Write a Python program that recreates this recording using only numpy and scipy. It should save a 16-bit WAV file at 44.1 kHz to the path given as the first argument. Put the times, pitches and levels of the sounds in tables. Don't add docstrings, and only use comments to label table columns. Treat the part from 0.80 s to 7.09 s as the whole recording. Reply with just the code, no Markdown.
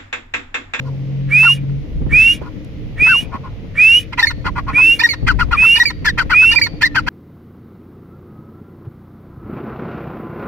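import sys
import numpy as np
from scipy import signal
from scipy.fft import rfft, irfft
from scipy.io import wavfile
from scipy.ndimage import uniform_filter1d, minimum_filter1d

SR = 44100
rng = np.random.default_rng(int(sys.argv[2]) if len(sys.argv) > 2 else 0)


def magnitude_from_level(level_db):
    exponent = np.asarray(level_db, float) / 20
    return 10 ** exponent


def wav_out(sig):
    wavfile.write(sys.argv[1], SR, np.round(np.clip(np.atleast_2d(sig).T, -1, 1) * 32767).astype(np.int16))


N = 277389
TIME = np.arange(N) / SR
HZ = np.fft.rfftfreq(N, 1 / SR)


def unit(x):
    return x / np.sqrt(np.mean(x ** 2))


def shape(points, hz):
    at, db = np.transpose(points)
    return magnitude_from_level(np.interp(np.log(np.maximum(hz, 1)), np.log(at), db))


def band(x, lo_hz, hi_hz, order=2):
    sos = signal.butter(order, [lo_hz, min(hi_hz, .45 * SR)], "band", fs=SR, output="sos")
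    return signal.sosfilt(sos, x)


def filtered(x, gain):
    return irfft(rfft(x) * gain, N)


def hiss(gain):
    return unit(filtered(rng.standard_normal(N), gain))


def walk(rate):
    k = int(SR / rate)
    steps = np.repeat(rng.standard_normal(N // k + 1), k)
    return unit(uniform_filter1d(uniform_filter1d(steps, k), k)[:N])


def swell(size, peak, sharp):
    u, peak = np.linspace(0, 1, size), np.clip(peak, .05, .95)
    ramp = np.where(u < peak, u / peak, (1 - u) / (1 - peak))
    return np.sin(np.pi / 2 * ramp) ** sharp


def edges(t, length, start_db, attack_s, end_db, release_s):
    start = start_db * np.exp(np.minimum(-t / attack_s, 5))
    end = end_db * np.exp(np.minimum((t - length) / release_s, 5))
    return magnitude_from_level(-start - end)


def glide(hz):
    return 2 * np.pi * np.cumsum(hz) / SR


def add(track, s, sound):
    i = int(s * SR)
    track[i:i + len(sound)] += sound[:N - i]


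# (frequency [Hz], level [dB per Hz])
TRAFFIC = [(59, -28.5), (100, 0), (219, -10.5), (264, -9), (306, -7.5), (363, -31.5), (387, -39.5),
           (458, -17.5), (810, -32), (1430, -35), (1560, -37.5), (2050, -29.5), (15600, -62.5)]
TRAFFIC_DB = -40.5


def traffic():
    out, rise = 0, walk(0.78)
    notch = 1 - 0.87 * np.exp(-((HZ - 8500) / 2000) ** 2)
    for hz in 100 * 2. ** np.arange(8):
        octave = np.exp(-(np.log2(np.maximum(HZ, 1) / hz) / 0.756) ** 2)
        gain = shape(TRAFFIC, HZ) * notch * octave
        mid, side = hiss(gain), hiss(gain) * (.2 if hz < 1000 else .95)
        strength = np.sqrt(np.mean(gain ** 2) * (1 if hz > 250 else .5))
        flicker = magnitude_from_level(rise / 2 + (3.6 if hz < 1000 else 1) * walk(4.9))
        out = out + strength * flicker * np.array([mid + side, mid - side])
    return unit(out) * magnitude_from_level(TRAFFIC_DB + 4.0)


# (time [s], pitch [Hz], level [dB])
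HUM = [
    (0.0, 135.8, -24),
    (0.49, 137.2, -18.5),
    (0.682, 137.7, -23.5),
    (0.932, 138.3, -17.5),
    (1.0, 138.7, -25),
    (1.08, 145, -45),
]
# (multiple of the pitch, level [dB])
HUM_ORDERS = [(1.003, 0.5), (1.335, -15), (2, -19), (3.078, -27.5)]
# (time [s], pitch [Hz], level [dB])
ENGINE = [
    (1.1, 282.1, -63.5),
    (1.68, 302.2, -37),
    (3.21, 310.5, -65),
    (3.34, 282.7, -38.5),
    (4.37, 306, -40),
    (4.45, 284.3, -35.5),
    (4.97, 298, -44),
    (6.29, 295, -32),
]
# (pitch [Hz], width [Hz], level [dB])
DRONES = [(98, 28, -38), (359.4, 4.8, -56), (448.2, 15, -49.5), (527.8, 21, -50.5), (618, 110, -54)]


def level_curve(table):
    s, _, db = np.transpose(table)
    return magnitude_from_level(np.interp(TIME, s, db, -200, -200))


def motors():
    s, hz, _ = np.transpose(HUM)
    phase = glide(np.interp(TIME, s, hz) * (1 + 0.0059 * walk(25)))
    stack = sum(magnitude_from_level(order_db + 0.55 * walk(30.0)) * np.sin(k * phase) for k, order_db in HUM_ORDERS)
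    hum = np.sqrt(2) * uniform_filter1d(level_curve(HUM), size=900) * stack
    s, hz, _ = np.transpose(ENGINE)
    phase = glide(np.interp(TIME, s, hz) * (1 + 0.01589 * walk(30)))
    far = np.sqrt(2) * level_curve(ENGINE) * magnitude_from_level(0.32 * walk(25)) * np.sin(phase)
    for hz, width, db in DRONES:
        far = far + magnitude_from_level(db + 2.2 * walk(1.1)) * hiss(1 / (1 + (2 * (HZ - hz) / width) ** 2))
    late = np.roll(hum, 40) + np.roll(far, 15)
    return np.array([(hum + far) * magnitude_from_level(-1.1), late * magnitude_from_level(-2.5)])


# (time [s], rumble level [dB], left minus right [dB])
WIND = [(0.0, -36, -2.5), (0.77, -38, 6.5), (1.35, -22, -4.5), (1.4, -33.5, 9), (2.08, -33.5, -2),
        (2.47, -33.5, 18), (2.66, -33, -1.5), (3.13, -39, 11), (3.43, -34.5, -3), (3.61, -35.5, 11.5),
        (3.73, -26.5, -2), (4.311, -42.5, 8), (4.48, -19.5, 6.5), (5.04, -38.5, 10), (5.259, -27, -2),
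        (5.68, -36.5, 13), (6.03, -35, -4.5), (6.29, -31.5, 3)]
# (time [s], peak level [dB], left minus right [dB])
THUMPS = [(0.83, -13, 1), (1.21, -9, -0.5), (1.26, -7, -2.5), (1.318, -3.5, 1.5), (1.611, -4.5, -10),
          (1.762, -16.5, -0.5), (2.187, -12.5, 1.5), (2.214, -4, 8), (2.419, -15, 17), (2.54, -9.5, -7.5),
          (2.839, -11, 4.5), (3.572, -15.5, 2.5), (3.649, -6.5, -1.5), (3.93, -9, 3), (4.423, -8.5, -4.5),
          (4.539, -10, 9), (4.68, -7.5, 0), (4.751, -9.5, -5), (5.22, -14.5, 1.5), (5.45, -9, 8.5),
          (5.93, -9, 4.5)]
FLUTTER_DB, FLUTTER_LAG = -7, 0.25
RUMBLE_WALK_DB = 3


def wind():
    s, *columns = np.transpose(WIND)
    db, pan_db = (np.interp(TIME, s, c) for c in columns)
    flutter_db = FLUTTER_DB - FLUTTER_LAG * (db + 34.5)
    deep = shape([(10, -22.5), (25, 7.5), (60, 8.0), (110, -1.0), (200, -10.5), (400, -71.5)], HZ)
    colour = shape([(60, -22.5), (120, 12.0), (250, 0.5), (500, -9.5), (1000, -70.5)], HZ)
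    shared = hiss(colour) * magnitude_from_level(2.43 * walk(30))
    out = []
    for side in (1, -1):
        rumble = hiss(deep) * magnitude_from_level(RUMBLE_WALK_DB * walk(12))
        flutter = 0.644 * hiss(colour) * magnitude_from_level(2.4 * walk(38)) + 0.69 * shared
        port = magnitude_from_level(db + 2.5 + side * pan_db / 2) * (rumble + magnitude_from_level(flutter_db + 3.5) * flutter)
        for s, thump_db, left_db in THUMPS:
            thump = unit(band(rng.standard_normal(2600), 51, 238)) * swell(2600, 0.25, 10.0)
            add(port, s - .008, magnitude_from_level(thump_db - 14.0 + side * left_db / 2) * thump)
        out.append(port)
    return np.array(out)


# (time [s], peak level [dB])
TICK = [
    (1.847, -45),
]


def leaf():
    out = np.zeros(N)
    for s, db in TICK:
        snap = unit(band(rng.standard_normal(300), 3800, 11000))
        add(out, s, magnitude_from_level(db) * snap * np.exp(-np.arange(300) / 70))
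    return out


def echoes(x, t60, wait_s, lo_hz, hi_hz):
    t = np.arange(SR // 2) / SR
    tail = rng.standard_normal((2, len(t))) * magnitude_from_level(-60 * t / t60) * np.clip(t / wait_s, 0, 1)
    tail = band(tail, lo_hz, hi_hz)
    return signal.fftconvolve(x[None], tail / np.sqrt(np.sum(tail[0] ** 2)), axes=1)[:, :N]


# (frequency [Hz], level [dB])
SHADOW = [(700, 0.5), (1700, 5.5), (2600, -20.5), (3600, 4.5), (4500, -5.5), (6000, 3.5), (9600, 5.5),
          (13500, 22.5)]


def from_left(x, lead):
    turn = np.exp(.5j * lead) * np.sqrt(shape(SHADOW, HZ))
    return filtered(x, np.array([turn, 1 / turn]))


# (time [s], pace [ratio], steady pitch [Hz], falling pitch [Hz], falling level [dB])
PHRASES = [
    (3.427, 0.7755, 1857, 2217, -14.5),
    (4.235, 0.977, 1912, 2279, -15.5),
    (4.999, 1.01, 1934, 2361, -12),
    (5.758, 1.0425, 2422, 2296, -9.5),
]
# (time from the steady note [s], length [s], throat [Hz], peak [dB], treble [dB])
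CALL_RASPS = [
    (-0.05, 0.0387, 2000, -30.5, 5.5),
    (-0.011, 0.024, 1710, -28.5, 2),
    (0.028, 0.026, 1770, -37, 9),
    (0.099, 0.02086, 1685, -30.5, -4.5),
]
# (time of the note [s], length [s], start pitch [Hz], note level [dB], rasp level [dB])
CLUCKS = [
    (4.484, 0.0338, 1583, -7, -15),
    (4.605, 0.0305, 1500, -10.5, -17.5),
    (4.726, 0.021, 1446, -10, -20.5),
    (4.837, 0.026, 1443, -21, -24.5),
    (5.262, 0.0342, 1838, -10.5, -19.5),
    (5.392, 0.0324, 1592, -9.5, -15.5),
    (5.513, 0.0331, 1555, -11, -18),
    (5.629, 0.023, 1543, -16.5, -29),
    (6.163, 0.0361, 1621, -8.5, -17),
    (6.281, 0.11, 1631, -13.5, -23),
]
# (time [s], length [s], throat [Hz], peak [dB], treble [dB])
MURMURS = [(0.038, 0.069, 1116, -45.5, -8), (0.625, 0.029, 1600, -24, -16.5),
           (0.891, 0.0098, 1446, -46, -12), (1.608, 0.045, 1208, -41, -18.5),
           (1.64, 0.056, 950, -38.5, -18.5), (2.259, 0.027, 1649, -22, -17.5),
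           (2.511, 0.069, 1021, -31, -28.5), (2.627, 0.074, 1102, -39, -28.5),
           (3.322, 0.024, 1787, -29.5, -31.5), (3.372, 0.035, 1943, -20, -22),
           (3.64, 0.0545, 1325, -22.5, -17), (3.752, 0.0551, 1249, -23.5, -25),
           (3.863, 0.0656, 1145, -26.5, -39.5), (3.958, 0.06, 1347, -27, -24),
           (6.008, 0.0378, 1954, -17, -3.5), (6.043, 0.037, 2000, -39, 11.5)]
MURMUR_PEAK = 0.504
CLUCK_LEAD_S, CLUCK_THROAT, CLUCK_TREBLE_DB, TREBLE_DB_PER_KHZ = 0.01907, 1, -14.5, 39.5
UNDER_DB, UNDER_THROAT = -14, 0.9


def bursts():
    rows = [(*m, MURMUR_PEAK) for m in MURMURS]
    for s, pace, *_ in PHRASES:
        rows += [(s + at * pace, *rest, 0.3) for at, *rest in CALL_RASPS]
    for s, length, hz, _, db in CLUCKS:
        treble_db = CLUCK_TREBLE_DB + TREBLE_DB_PER_KHZ * (hz - 1500) / 1000
        rows += [(s - CLUCK_LEAD_S, CLUCK_LEAD_S + 0.00907, CLUCK_THROAT * hz, db, treble_db, 0.7),
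                 (s, length + 0.01243, UNDER_THROAT * hz, db + UNDER_DB, treble_db + 5.5, 0.6)]
    return rows


# (frequency [Hz], level [dB])
THROAT = [(1500, -10.5), (2900, 3), (3900, -1), (4500, 3.5), (5300, -6), (6000, -10.5), (8300, -22),
          (10000, -24.5), (15500, -27.5)]


def rasps():
    out, slaps = np.zeros(N), np.zeros(N)
    gaps = SR / 480 * np.exp(.22 * rng.standard_normal(N // 40))
    at = np.cumsum(gaps).astype(int)
    at = at[at < N]
    slaps[at] = magnitude_from_level(2 * rng.standard_normal(len(at)))
    source = unit(slaps) + .9 * rng.standard_normal(N)
    treble_only = (HZ > 3000) / (1 + (4100 / np.maximum(HZ, 1)) ** 12) / (1 + (HZ / 12000) ** 2)
    treble = hiss(shape(THROAT, HZ) * treble_only) * (0.807 + unit(uniform_filter1d(slaps, size=60)) / 10)
    for s, length, throat_hz, db, treble_db, peak in bursts():
        i, size = int(s * SR), int(length * SR)
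        push = source[i:i + size]
        low = band(push, 932.7, 1152.7) + 0.963 * band(push, 1392, 1459)
        middle = 1.523 * band(push, 0.692 * throat_hz, 1.278 * throat_hz)
        middle = middle + magnitude_from_level(5.0 + 0.5 * (db + 19)) * band(push, 1790, 1942)
        high = band(push, 2326, 2500)
        beak = 0.21 * magnitude_from_level(0.69 * (db + 19.0)) * band(push, 2554, 3168, order=3)
        body = unit(low + magnitude_from_level(.45 * (db + 17)) * (.85 * middle + .45 * high + beak))
        rise = swell(len(push), peak, 1.0)
        add(out, s, magnitude_from_level(db) * rise * (body + magnitude_from_level(treble_db - 2.0) * rise * treble[i:i + size]))
    return out


# (time from the steady note [s], length [s], start [Hz], end [Hz], peak [dB])
OPENING = [
    (-0.044, 0.013, 2317, 2400, -19),
    (-0.038, 0.022, 1803, 1820, -16),
    (-0.024, 0.01, 2650, 2350, -19),
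    (-0.02, 0.019, 895, 1000, -24.5),
]
# (time from the steady note [s], length [s], start [Hz], end [Hz], peak [dB])
LINKS = [
    (0.028, 0.015, 921.3, 921.3, -31),
    (0.051, 0.016, 1890, 1968, -30),
    (0.1, 0.014, 1950, 1750, -24.5),
]
# (time [s], length [s], start pitch [Hz], end pitch [Hz], peak [dB])
CHIRPS = [(0.049, 0.055, 1026, 872.5, -41.5), (1.613, 0.038, 1050, 877.3, -44),
          (0.646, 0.012, 888, 972.4, -28.5), (0.678, 0.034, 1177, 939, -26),
          (2.34, 0.026, 1221, 872.4, -25), (2.529, 0.051, 1075, 954, -29.5),
          (2.639, 0.031, 1070, 951.4, -34), (3.33, 0.012, 995, 1065, -31.5),
          (3.38, 0.032, 971.6, 970, -22.5), (3.392, 0.019, 2086, 1842, -9),
          (3.414, 0.013, 855.6, 874, -25.5), (3.484, 0.049, 1103, 941, -44.5),
          (3.501, 0.018, 1477, 1310, -26), (3.665, 0.01, 1512, 1373, -18), (3.682, 0.02, 1118, 963.5, -23),
          (3.78, 0.0268, 1181, 1036, -21.5), (3.88, 0.028, 1094, 989.5, -19.5),
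          (3.976, 0.0399, 1058, 960, -28.5), (4.742, 0.023, 1262, 1038, -18),
          (5.288, 0.02474, 2014, 1725, -15.5),  (6.03, 0.022, 1768, 1850, -1),
          (6.046, 0.0359, 2114, 1812, -13.5)]
# (time [s], length [s], start pitch [Hz], end pitch [Hz], peak [dB])
ARCHES = [
    (0.647, 0.039, 1386, 1268, -15.5),
    (2.28, 0.062, 1472, 1273, -11.5),
]
# (time [s], pitch [Hz], peak [dB])
BREAKS = [(3.469, 1967, -12.5), (5.052, 1903, -21), (5.785, 2033, -6), (5.813, 1985, -11),
          (5.286, 1989, -13.5), (5.385, 1784, -20), (5.391, 1781, -13), (6.02, 1992, -15),
          (6.048, 1994, -14), (6.156, 1880, -13.5), (5.255, 1771, -13.5)]
STEADY_EXTRA_DB = [-1.5, 3, 1.5, -2]
FALL_SAGS = [0.16, 0.18, 0.16, 0.1]
STEADY_S, STEADY_SAG, STEADY_DB, STEADY_PEAK = 0.0305, 0.0402, -2.5, 0.41
FALL_WAIT_S, FALL_S, FALL_PEAK = 0.055, 0.0614, 0.018
CLUCK_SAG_HZ_PER_S, CLUCK_PEAK = 9500, 0.449
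CHIRP_PEAK, ARCH_PEAK, BREAK_S = 0.33, 0.6, 0.0059


def notes():
    rows = [(*c, CHIRP_PEAK) for c in CHIRPS] + [(*a, ARCH_PEAK) for a in ARCHES]
    rows += [(s, BREAK_S, hz, hz, db, 0.4) for s, hz, db in BREAKS]
    rows += [(s, length, hz, hz - CLUCK_SAG_HZ_PER_S * length, db, CLUCK_PEAK) for s, length, hz, db, _ in CLUCKS]
    for k, (s, pace, steady_hz, fall_hz, fall_db) in enumerate(PHRASES):
        steady_db, steady_end_hz = STEADY_DB + STEADY_EXTRA_DB[k], steady_hz * (1 - STEADY_SAG)
        fall_end_hz = fall_hz * (1 - FALL_SAGS[k])
        rows += [(s, STEADY_S * pace, steady_hz, steady_end_hz, steady_db, STEADY_PEAK),
                 (s + FALL_WAIT_S * pace, FALL_S * pace, fall_hz, fall_end_hz, fall_db, FALL_PEAK)]
        small = (OPENING if k else []) + LINKS
        rows += [(s + at * pace, *rest, .5) for at, *rest in small]
    return rows


ARCH_BEND, BEND = 2.3, 1.2
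PIP_SCOOP, PIP_SCOOP_S, OVER_FADE_DB = 0.052, 0.003795, 8


def pips():
    out, tremble, wobble = np.zeros(N), walk(500), walk(90)
    air = hiss(shape(THROAT, HZ) * (HZ > 1000))
    for s, length, hz0, hz1, db, peak in notes():
        i = int(s * SR)
        u = np.linspace(0, 1, int(length * SR))[:N - i]
        now = slice(i, i + len(u))
        line = hz0 + (hz1 - hz0) * u ** (ARCH_BEND if peak == ARCH_PEAK else BEND)
        scoop = 1 - PIP_SCOOP * (peak > .2) * np.exp(-u * length / PIP_SCOOP_S)
        arch = 1 + (0.29 + 0.9 * (hz0 < 1700)) * length * np.sin(np.pi * u)
        hz = line * scoop * arch
        slack = np.clip((1850 - hz0) / 280, 0, 1)
        phase = glide(hz) + (.06 + .2 * slack) * tremble[now]
        over = 0
        for k in range(2, 10):
            passed = shape(THROAT, k * hz) * (k * hz < 16000)
            over = over + passed * (k / 2) ** -1.1 / 2 * np.sin(k * phase)
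        if hz0 > 1120:
            rich_db = -12 * slack
        else:
            rich_db = 2.5 if hz1 > hz0 else -19
        tuned_db = 0.2585 * max(db + 19, 0) + 10 * (length == BREAK_S)
        fade_db = OVER_FADE_DB * u * min(10 * abs(1 - hz1 / hz0), 1)
        flat = 2 if peak == STEADY_PEAK else 1.05
        gain = magnitude_from_level(db + 1.6 * wobble[now]) * np.minimum(flat * swell(len(u), peak, .9), 1)
        detune = magnitude_from_level(-15 * max(1 - 5 * peak, 0) * np.sqrt(u))
        voice = detune * np.sin(phase) + magnitude_from_level(rich_db - tuned_db + 3 - fade_db) * over
        add(out, s, np.sqrt(2) * gain * (voice + magnitude_from_level(-27.5 - tuned_db) * air[now]))
    return out


# (time [s], length [s], start pitch [Hz], end pitch [Hz], level [dB])
WHISTLES = [
    (0.504, 0.2447, 2365, 2913, -9),
    (1.315, 0.2316, 2403, 2902, -8.5),
    (2.186, 0.2339, 2442, 2945, -11.5),
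    (2.966, 0.2407, 2406, 3005, -8),
    (3.935, 0.2272, 2429, 2840, -9),
    (4.76, 0.2316, 2491, 2935, -9.5),
    (5.523, 0.228, 2438, 2932, -9),
]
PUFF_DB = [0.5, 2.5, -1, 2, -0.5, 1.5, -0.5]
FADE_DB = [-2.5, -6, -8.5, -4.5, -5, -3.5, -5.5]
BOW = [0.001, 0.003, -0.008, -0.0059, 0.008, -0.0012, -0.02]
# (frequency [Hz], level [dB per Hz])
BREATH_COLOUR = [(1940, -22), (3300, 0.5), (4390, -11.5), (5370, -5.5), (5810, -4.5), (7630, -10.5),
                 (8700, -12), (9580, 0.5), (11200, -21), (12700, -14), (15600, -23.5)]
# (drop at the start [dB], attack [s], drop at the end [dB], release [s])
TONE_EDGES = (24.9, 0.01795, 35.9, 0.01105)
HISS_EDGES = (18.9, 0.0316, 5.23, 0.023)
PIPE_EDGES = (3.5, 0.01384, 7.54, 0.0534)
HISS_DB, PIPE_DB = -41.5, -31.5
SCOOP_HZ, SCOOP_S = 222.2, 0.028
CATCH_S, CATCH_DB, CATCH_RISE_S = 0.0089, 7, 0.002


def whistler():
    rows = np.array(WHISTLES)
    which = np.clip(np.searchsorted(rows[:, 0] - .2, TIME) - 1, 0, None)
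    s, length, hz0, hz1, db = rows[which].T
    t, puff_db = TIME - s, np.array(PUFF_DB)[which]
    share = np.clip(t / length, .02, 1)
    hz = hz0 + (hz1 - hz0) * share - SCOOP_HZ * np.exp(-share * length / SCOOP_S)
    bow = np.array(BOW)[which] * np.sin(np.pi * share ** 1.2)
    phase = glide(hz * (1 + 0.00205 * walk(150) + bow))
    catch_db = CATCH_DB / (1 + np.exp(np.clip((t - CATCH_S) / CATCH_RISE_S, -9, 9)))
    gain = magnitude_from_level(db + np.array(FADE_DB)[which] * (share - .5)) * edges(t, length, *TONE_EDGES)
    gain = gain * magnitude_from_level(0.84 * walk(80) - catch_db)
    octave = magnitude_from_level(-33) * (hz / 2700) ** 5 * np.clip(t / 0.046, 0, 1) * np.sin(2 * phase)
    tone = np.sqrt(2) * gain * (np.sin(phase) + octave)

    pipe = magnitude_from_level(PIPE_DB + puff_db / 2) * edges(t, length, *PIPE_EDGES)
    puff = magnitude_from_level(HISS_DB + puff_db) * edges(t, length, *HISS_EDGES)
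    air = hiss(shape(BREATH_COLOUR, HZ) * (HZ > 3000)) * magnitude_from_level(5.0)
    lower = filtered(air, 1 / (1 + (HZ / 7800) ** 6))
    upper = air - lower
    air = lower * magnitude_from_level(walk(25)) + upper * magnitude_from_level(1.8 * walk(65) + 4.3 * (share - 1.5))

    def ringing(db, lo_hz, hi_hz, multiple):
        slow = unit(band(rng.standard_normal(N), lo_hz, hi_hz))
        return magnitude_from_level(db) * slow * np.sin(multiple * phase)

    under = ringing(1.0, 0.74, 85, .82)
    low = ringing(-8.0, 0.54, 200, .62)
    skirt = ringing(-6.0, 0.45, 600, 1.05)
    air = air + ringing(-2.0, 0.99, 490, 3.55)
    return tone + pipe * (under + low + skirt), puff * air


# (frequency [Hz], lead [radians])
LEAD = [(2100, -0.25), (2750, 1.6), (3400, 2.8), (4500, 3.4), (5500, 5.6), (6200, 7.9), (8600, 11.4),
        (13000, 13.1)]
CLEAR_DRY = .75


def scene():
    (tone, air), clear = whistler(), pips()
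    mate = filtered(clear + rasps(), 1 - 0.5 * np.exp(-((HZ - 3420) / 170) ** 2))
    near = np.array([tone * magnitude_from_level(0.48), np.roll(tone, -1) * magnitude_from_level(3.5)])
    near = near + from_left(mate, np.interp(HZ, *np.transpose(LEAD)) * (HZ > 1300))
    near = near + from_left(air, 6e-5 * (HZ - 2000)) + magnitude_from_level(-24.0) * echoes(air, 0.063, 0.0033, 3000, 16000)
    space = magnitude_from_level(-18.5) * echoes(tone, 0.12, 0.009, 1200, 9000)
    space = space + magnitude_from_level(-2.5) * echoes(mate - CLEAR_DRY * clear, 0.0363, 0.0021, 1000, 9200)
    space = space + magnitude_from_level(-45.0) * echoes(mate, 0.65, 0.029, 1700, 3000)
    space = space + magnitude_from_level(-42.0) * echoes(clear, 0.46, 0.13, 4090, 4900)
    return near + space + leaf() + wind() + motors() + traffic()


def band_limit(x):
    return signal.sosfilt(signal.butter(12, 15750, fs=SR, output="sos"), x)


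def record(dry):
    peak = -minimum_filter1d(-np.abs(dry).max(axis=0), size=200)
    gain = uniform_filter1d(np.minimum(1, 0.85 / peak) ** 0.8, size=200)
    mix = filtered(np.clip(dry * gain, -1, 1), HZ < 15750)
    return band_limit(mix)


dry = scene()
out = record(dry)
wav_out(out)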